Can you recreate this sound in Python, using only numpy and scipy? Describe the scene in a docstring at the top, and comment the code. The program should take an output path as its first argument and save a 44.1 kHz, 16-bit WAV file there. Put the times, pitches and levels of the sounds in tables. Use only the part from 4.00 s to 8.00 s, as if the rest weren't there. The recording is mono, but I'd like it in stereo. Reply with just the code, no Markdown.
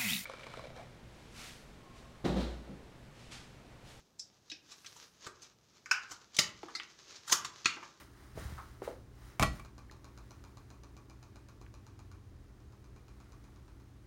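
"""Prising the flesh from a coconut

A table knife works in half a coconut held over a kitchen counter. Stick-slip friction makes the blade
scrape, and slips on the rim make it tick. The flesh creaks and snaps loose in bursts of tiny fractures
that excite the hollow nut; the shell gives one double crack and rings. The nut and loose bits knock on
the board. A small hard room reverberates over a quiet noise floor."""
import sys
import numpy as np
from scipy import signal
from scipy.fft import rfft, irfft
from scipy.io import wavfile

SR = 44100
rng = np.random.default_rng(int(sys.argv[2]) if len(sys.argv) > 2 else 0)


def wav_record(signal):
    """Record a signal, one row per channel, as 16-bit PCM in the file named by sys.argv[1]."""
    frames = np.transpose(np.atleast_2d(signal))
    bounded = np.clip(frames, -1, 1)
    # unit amplitude maps onto the largest positive 16-bit level
    quanta = np.round(bounded * 32767).astype(np.int16)
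    wavfile.write(sys.argv[1], SR, quanta)


N = 176400
SIZE, LEAD = 16384, 2048  # samples in one short sound, and ahead of its moment of contact

# Levels in all tables are relative. Decay and build-up are time constants; T60 is the time to fall 60 dB.
# Background spectrum. Each row: frequency in Hz, level in dB.
FLOOR_SPECTRUM = [(25, -23), (60, -4), (130, -1.5), (350, -8), (800, -14), (2000, -23), (6500, -22.5),
                  (9000, -32), (15000, -33)]
# Reverberation time. Each row: frequency in Hz, T60 in seconds.
ROOM_DECAY = [(100, 1), (400, 0.66), (1500, 0.4), (5000, 0.24), (13000, 0.19)]
# Stereo width. Each row: frequency in Hz, gain of side over mid in dB.
SIDE_OVER_MID = [(60, 19.2), (200, 15.8), (500, 10.14), (1100, 2.7), (4000, 2.7), (12000, 1.43)]
# The nut bumps the board. Each row: start in seconds, level in dB, cavity pitch in Hz (set by the grip).
NUT_BUMPS = [(0.519, -25, 300), (1.267, -19.5, 369), (2.631, -13, 331)]
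# Cavity modes. Each row: multiple of the cavity pitch, level in dB, T60 in seconds.
CAVITY_MODES = [(.68, -6, .035), (1, 2, 0.051), (1.3, -3, 0.024), (2.35, -6.5, 0.022)]
# Bits drop on the board. Each row: start in seconds, level in dB, decay in seconds, brightest
# frequency in Hz, spread in octaves.
BOARD_KNOCKS = [(2.631, -24, 0.0018, 1510, 2), (2.683, -23.5, 0.024, 910, 2.1),
                (2.799, -17.5, .0015, 2540, 0.71), (3.765, -21, 0.02, 900, 1.1),
                (3.828, -22.5, 0.0081, 890, 1.9)]
# Spectrum of the struck board. Each row: frequency in Hz, level in dB.
BOARD_SPECTRUM = [(80, -4), (300, 8), (600, -3), (1250, 0), (2600, -8.5), (6500, -20), (14000, -29)]
# Envelope of the blade rubbing between flesh and shell. Each row: time in seconds, level in dB.
SCRAPE_ENVELOPE = [(0, -64.5), (.12, -78), (.46, -66), (.6, -75), (.68, -60), (.82, -62), (.93, -58.5),
                   (1.05, -59), (1.16, -70.5), (1.25, -51), (1.31, -67), (1.36, -62.5), (1.5, -61),
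                   (1.56, -79.5), (1.77, -60), (1.83, -67), (2.12, -55), (2.24, -65.5), (2.6, -56),
                   (2.86, -60), (3.08, -53), (3.24, -60), (3.8, -56.5), (4, -67)]
# Spectra of the rubbing and of wet fibres parting. Each row: frequency in Hz, level in dB.
RUB_SPECTRUM = [(100, -6.5), (400, 7.5), (750, -5), (1200, 0), (2200, -4), (3600, -1), (6500, 0.5),
                (8500, -22), (15000, -34.5)]
FIZZ_SPECTRUM = [(3000, -18), (8000, 6), (11000, 4), (15000, -1)]
# The blade ticks on the rim. Each row: start in seconds, level in dB, click decay in seconds, pitch ratio
# set by the free length, brightest frequency in Hz, spread in octaves, left over right in dB.
RIM_TICKS = [(0.195, -19.5, 0.003, 1.0, 6550, 0.56, -9.5), (0.500, -24.5, 0.0027, 0.73, 4700, 0.91, 0),
             (0.5161, -20, 0.0014, 1.0, 2850, 0.83, -2), (2.751, -14.5, 0.0093, .81, 2930, 2.4, -3.5)]
# Modes of the blade, the hard shell and the hollow half nut. 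Each row: frequency in Hz, level in dB,
# T60 in seconds.
BLADE_MODES = [(1644, -1, 0.05), (2553, 3, 0.062), (4075, -3.5, 0.0054), (5230, 5.5, 0.024),
               (5930, 0.5, 0.064)]
SHELL_MODES = [(1205, -7.5, 0.068), (1430, -3, 0.2), (1486, 3, 0.3), (1569, -5, 0.079), (2275, -6, 0.25),
               (2650, -9.5, 0.23)]
CUP_MODES = [(219, -7, 0.063), (1170.3, 2, 0.12), (1365, 0.5, 0.08), (1848, -13, 0.18)]
# The shell splits. Each row: start in seconds, level in dB, decay in seconds, left over right in dB.
SHELL_SPLITS = [(1.859, -22, 0.0033, -2.5), (1.912, 0.5, 0.0043, -1.5)]
# Spectra of breaking shell and tearing flesh. Each row: frequency in Hz, level in dB.
CRACK_SPECTRUM = [(100, -25.5), (650, -21.5), (1100, -9.5), (1500, 7), (2000, -8), (2550, -5), (3500, -26),
                  (5600, -6), (8500, -32.5), (15000, -38.5)]
FLESH_SPECTRUM = [(35, -4), (100, 4.5), (260, 1), (450, -3), (900, -3.5), (2400, -3), (4000, 0.5),
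                  (7000, 2), (8800, -13), (15000, -25)]
# The flesh snaps. Each row: moment of the break in seconds, level in dB, build-up and decay in seconds,
# thump in dB, woody middle in dB, its centre in Hz, treble in dB, left over right in dB.
FLESH_SNAPS = [(0.719, -27, 0.017, 0.0081, -16, -7, 1350, -2, 0),
               (0.846, -33, 0.00087, 0.006, -4, 14.5, 2050, -4, 5),
               (0.862, -24.5, 0.0011, 0.0073, -17, -15, 1010, -9, -5),
               (0.963, -31, 0.0094, 0.012, 17, 0.5, 1530, 3, -13),
               (1.267, -17.5, 0.0033, 0.0044, 16, 12, 1440, 2.5, -2),
               (1.420, -29.5, 0.0032, .014, -2, -6, 2510, -1.5, -7.5),
               (2.115, -17.5, 0.012, 0.0078, 19, 9.5, 1230, 5, -0.5),
               (2.345, -26.5, .001, 0.014, -9, -23, 1530, -7, -4),
               (2.3666, -12.5, .0005, 0.0015, -19, -29, 1380, -1, 0),
               (2.3885, 4.5, 0.0016, 0.0042, 6, 5, 3700, 2.5, -2.5),
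               (3.16, -30, 0.00071, 0.0038, -37, -46, 1510, -20, -6),
               (3.278, -18.5, 0.0069, 0.017, -13, 10, 1190, 6, -2.5),
               (3.296, -14.5, .0005, 0.0093, 4.5, 12, 1180, 2, 0),
               (3.325, 3.5, 0.0048, 0.0028, 9, 7, 1240, 9, -4),
               (3.447, -14, 0.0014, 0.0074, 4, 5.5, 1060, -3, -3),
               (3.646, -22.5, .0005, 0.0044, 7, 6, 3500, -18, -15),
               (3.657, -0.5, 0.00012, 0.0019, -1, 6.5, 2180, -14, 0.5)]

FREQS = np.maximum(np.arange(SIZE // 2 + 1) * SR / SIZE, 1)  # Hz, the bins of a short sound
FLOOR_DB, ROOM_DB, IMPACTS_DB = -67.5, -4, 6.5


def from_db(db):
    """Amplitude grows tenfold for every 20 dB."""
    return 10 ** (np.asarray(db) / 20)


def unit(x):
    """Normalisation brings the energy, the sum of squares, to one."""
    return x / np.sqrt(np.sum(x ** 2) + 1e-20)


def at_hz(points, hz=FREQS):
    """Interpolation reads a table along a logarithmic frequency axis."""
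    table_hz, values = np.transpose(points)
    return np.interp(np.log(hz), np.log(table_hz), values)


def through(x, impulse):
    """Convolution with an impulse response filters a signal, here cut to its original length."""
    return signal.fftconvolve(x, impulse)[:len(x)]


def colour(x, spectrum_db):
    """A minimum-phase filter, made causal by folding the cepstrum, imposes a spectral shape."""
    cepstrum = irfft(np.log(from_db(spectrum_db)))
    cepstrum[1:SIZE // 2] *= 2
    cepstrum[SIZE // 2 + 1:] = 0
    return through(x, unit(irfft(np.exp(rfft(cepstrum)))))


def steady(x, spectrum):
    """A time-invariant filter colours a lasting sound, scaled to an rms of one."""
    return unit(colour(x, at_hz(spectrum))) * np.sqrt(N)


def bell(hz, centre_hz, octaves):
    """A Gaussian in log frequency forms a hump of height one."""
    return np.exp(-.5 * (np.log2(hz / centre_hz) / octaves) ** 2)


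def contact_db(hz, centre_hz, octaves, skirt_db=-28.5):
    """The place and hardness of a contact decide which band it excites most."""
    return 20 * np.log10(bell(hz, centre_hz, octaves) + from_db(skirt_db))


def ringing(modes):
    """Free vibration is a sum of damped sinusoids that start at the moment of contact."""
    t = np.maximum(np.arange(SIZE) - LEAD, 0) / SR
    return unit(sum((-1) ** k * from_db(db) * unit(np.sin(2 * np.pi * hz * t) * from_db(-60 * t / t60))
                    for k, (hz, db, t60) in enumerate(modes)))


def fracture(build_s, decay_s, slips_per_s=9000, build_db=-9, break_db=-3):
    """Stress is released in tiny random slips that swell to one main break, then die away."""
    t = (np.arange(SIZE) - LEAD) / SR
    envelope = np.exp(-np.abs(t) / np.where(t < 0, build_s, decay_s))
    envelope *= np.where(t < 0, from_db(build_db), 1)
    slips = unit(envelope * rng.standard_normal(SIZE) * (rng.random(SIZE) < slips_per_s / SR))
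    slips[LEAD] += from_db(break_db) * np.exp(-decay_s / 0.0085)
    return unit(slips)


def place(track, start_s, sound, db, pan_db=0, scatter_db=1.5, direct_db=-5, t60_s=0.035):
    """Early reflections off hands, nut and counter join the direct sound, in a new pattern each time."""
    t = np.arange(SIZE) / SR
    reflections = rng.standard_normal((2, SIZE)) * from_db(-60 * t / t60_s)
    paths = from_db(scatter_db) * np.array([unit(side) for side in reflections])
    paths[:, 0] += from_db(direct_db)
    heard = np.array([unit(through(sound, path)) for path in paths]) * np.sqrt(np.sum(sound ** 2))
    gains = from_db([[db + pan_db / 2], [db - pan_db / 2]])
    start = int(start_s * SR) - LEAD
    track[:, start:start + SIZE] += gains * heard[:, :N - start]


def noise_floor():
    """Stationary noise, strongest in the bass, is uncorrelated between left and right."""
    return np.array([steady(noise, FLOOR_SPECTRUM) for noise in rng.standard_normal((2, N))])


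def wandering_paths(x, deviation_s=0.00013, step_s=0.003):
    """Paths of slightly wandering length modulate the delay and keep the room's tail diffuse."""
    t, knots = np.arange(N) / SR, np.arange(8000) * step_s
    shifts = [deviation_s * np.interp(t, knots, rng.standard_normal(len(knots))) for _ in x]
    return np.array([np.interp(t + shift, t, channel) for shift, channel in zip(shifts, x)])


def kitchen_reverb(x, onset_s=0.00097):
    """Reverberation decays exponentially in each band, sooner in the treble."""
    t, edges_hz = np.arange(SR * 3 // 4) / SR, np.geomspace(40, 18000, 15)
    white, tails = rng.standard_normal((2, 2, len(t))), np.zeros((2, len(t)))
    for k, (low, high) in enumerate(zip(edges_hz, edges_hz[1:])):
        bandpass = signal.butter(2, [low, high], "band", fs=SR, output="sos")
        envelope = from_db(-60 * t / at_hz(ROOM_DECAY, np.sqrt(low * high))) * (1 - np.exp(-t / onset_s))
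        band = np.array([unit(signal.sosfilt(bandpass, noise * envelope)) for noise in white[k % 2]])
        tails += band * np.sqrt(2 * (high - low) / SR)
    return np.array([through(channel, tail) for channel, tail in zip(x, tails)])


def widen(x):
    """The bass sounds very wide: side is raised over mid there, putting left and right in antiphase."""
    ratio = from_db(at_hz(SIDE_OVER_MID))
    mid = colour(x[0] + x[1], -10 * np.log10(1 + ratio ** 2))
    side = colour(x[0] - x[1], -10 * np.log10(1 + 1 / ratio ** 2))
    return np.array([mid + side, mid - side]) / 2


def blade_scrape(grains_per_s=700, catches_per_s=31, catch_db=4):
    """Stick-slip friction: fibres catch on the blade as grains over a hiss; wet ones part with a fizz."""
    t = np.arange(N) / SR
    grains = (rng.random(N) < grains_per_s / SR) * from_db(3 * np.minimum(rng.exponential(1, N), 5))
    rub = np.array([steady(unit(grains * noise) + unit(noise), RUB_SPECTRUM)
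                    for noise in rng.standard_normal((2, N))])
    fizz = np.array([steady(noise, FIZZ_SPECTRUM) for noise in rng.standard_normal((2, N))])
    fizz *= np.exp(-.5 * ((t - 0.92) / 0.14) ** 2)  # one brief swell at 0.92 s
    stroke_db = np.interp(t, *np.transpose(SCRAPE_ENVELOPE))
    uneven_db = catch_db * np.interp(t * catches_per_s, np.arange(SIZE), rng.standard_normal(SIZE))
    return from_db(stroke_db + uneven_db) * rub + from_db(-68) * fizz


def nut_bumps():
    """Cavity resonance gives a hollow knock as the held nut meets the board."""
    track = np.zeros((2, N))
    for start_s, db, hz in NUT_BUMPS:
        modes = [(multiple * hz, level, t60) for multiple, level, t60 in CAVITY_MODES]
        place(track, start_s, ringing(modes), db)
    return track


def board_knocks():
    """The impacts of falling bits are short and dull, filtered by the response of the cutting board."""
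    track = np.zeros((2, N))
    for start_s, db, decay_s, centre_hz, octaves in BOARD_KNOCKS:
        spectrum_db = at_hz(BOARD_SPECTRUM) + contact_db(FREQS, centre_hz, octaves)
        place(track, start_s, colour(fracture(0.00022, decay_s), spectrum_db), db)
    return track


def blade_ticks(click_db=-5):
    """A slip on the rim clicks and excites the modes of the blade, which the hand quickly damps."""
    track = np.zeros((2, N))
    for start_s, db, decay_s, ratio, centre_hz, octaves, pan_db in RIM_TICKS:
        ring = ringing([(ratio * hz, level + contact_db(ratio * hz, centre_hz, octaves), t60)
                        for hz, level, t60 in BLADE_MODES])
        spectrum_db = contact_db(FREQS, centre_hz, octaves) + at_hz(FLESH_SPECTRUM)
        click = colour(fracture(0.003, decay_s), spectrum_db)
        place(track, start_s, ring + from_db(click_db) * click, db, pan_db)
    return track


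def shell_cracks(ring_db=-7.5):
    """Brittle fracture excites the modes of the dry shell, whose ring arrives with less scattering."""
    track = np.zeros((2, N))
    for start_s, db, decay_s, pan_db in SHELL_SPLITS:
        crack = colour(fracture(0.0005, decay_s), at_hz(CRACK_SPECTRUM))
        place(track, start_s, crack, db, pan_db)
        place(track, start_s, ringing(SHELL_MODES), db + ring_db, pan_db, scatter_db=-5.5)
    return track


def flesh_snaps(thump_hz=595, middle_octaves=0.36, treble_hz=6460):
    """Flesh tears off the shell in a burst of fractures that sets the hollow nut resonating."""
    track = np.zeros((2, N))
    for break_s, db, build_s, decay_s, thump_db, middle_db, middle_hz, treble_db, pan_db in FLESH_SNAPS:
        tint_db = (thump_db / (1 + (FREQS / thump_hz) ** 2)
                   + middle_db * bell(FREQS, middle_hz, middle_octaves)
                   + treble_db * (.5 + .5 * np.tanh(2 * np.log2(FREQS / treble_hz))))
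        cup = ringing([(hz, level + np.interp(hz, FREQS, tint_db), t60) for hz, level, t60 in CUP_MODES])
        # The ring's level follows the woody middle where that lies near the second mode.
        cup_db = -12 + middle_db * bell(CUP_MODES[1][0], middle_hz, middle_octaves) / 3
        tear = colour(fracture(build_s, decay_s), at_hz(FLESH_SPECTRUM) + tint_db)
        place(track, break_s, tear + from_db(cup_db) * cup, db, pan_db)
    return track


def scene():
    """The handling, its reverberation and the noise floor add by superposition."""
    impacts = flesh_snaps() + shell_cracks() + blade_ticks() + board_knocks() + nut_bumps()
    handling = from_db(IMPACTS_DB) * impacts + blade_scrape()
    floor = from_db(FLOOR_DB) * noise_floor()
    room = from_db(ROOM_DB) * kitchen_reverb(wandering_paths(handling))
    return widen(handling + room) + floor


def record(dry):
    """Soft saturation rounds the peaks, and a steep low-pass filter stops the band above 16.6 kHz."""
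    lowpass = signal.cheby2(14, 70, 16600, fs=SR, output="sos")
    return signal.sosfilt(lowpass, np.tanh(dry))


dry = scene()
out = record(dry)
wav_record(out)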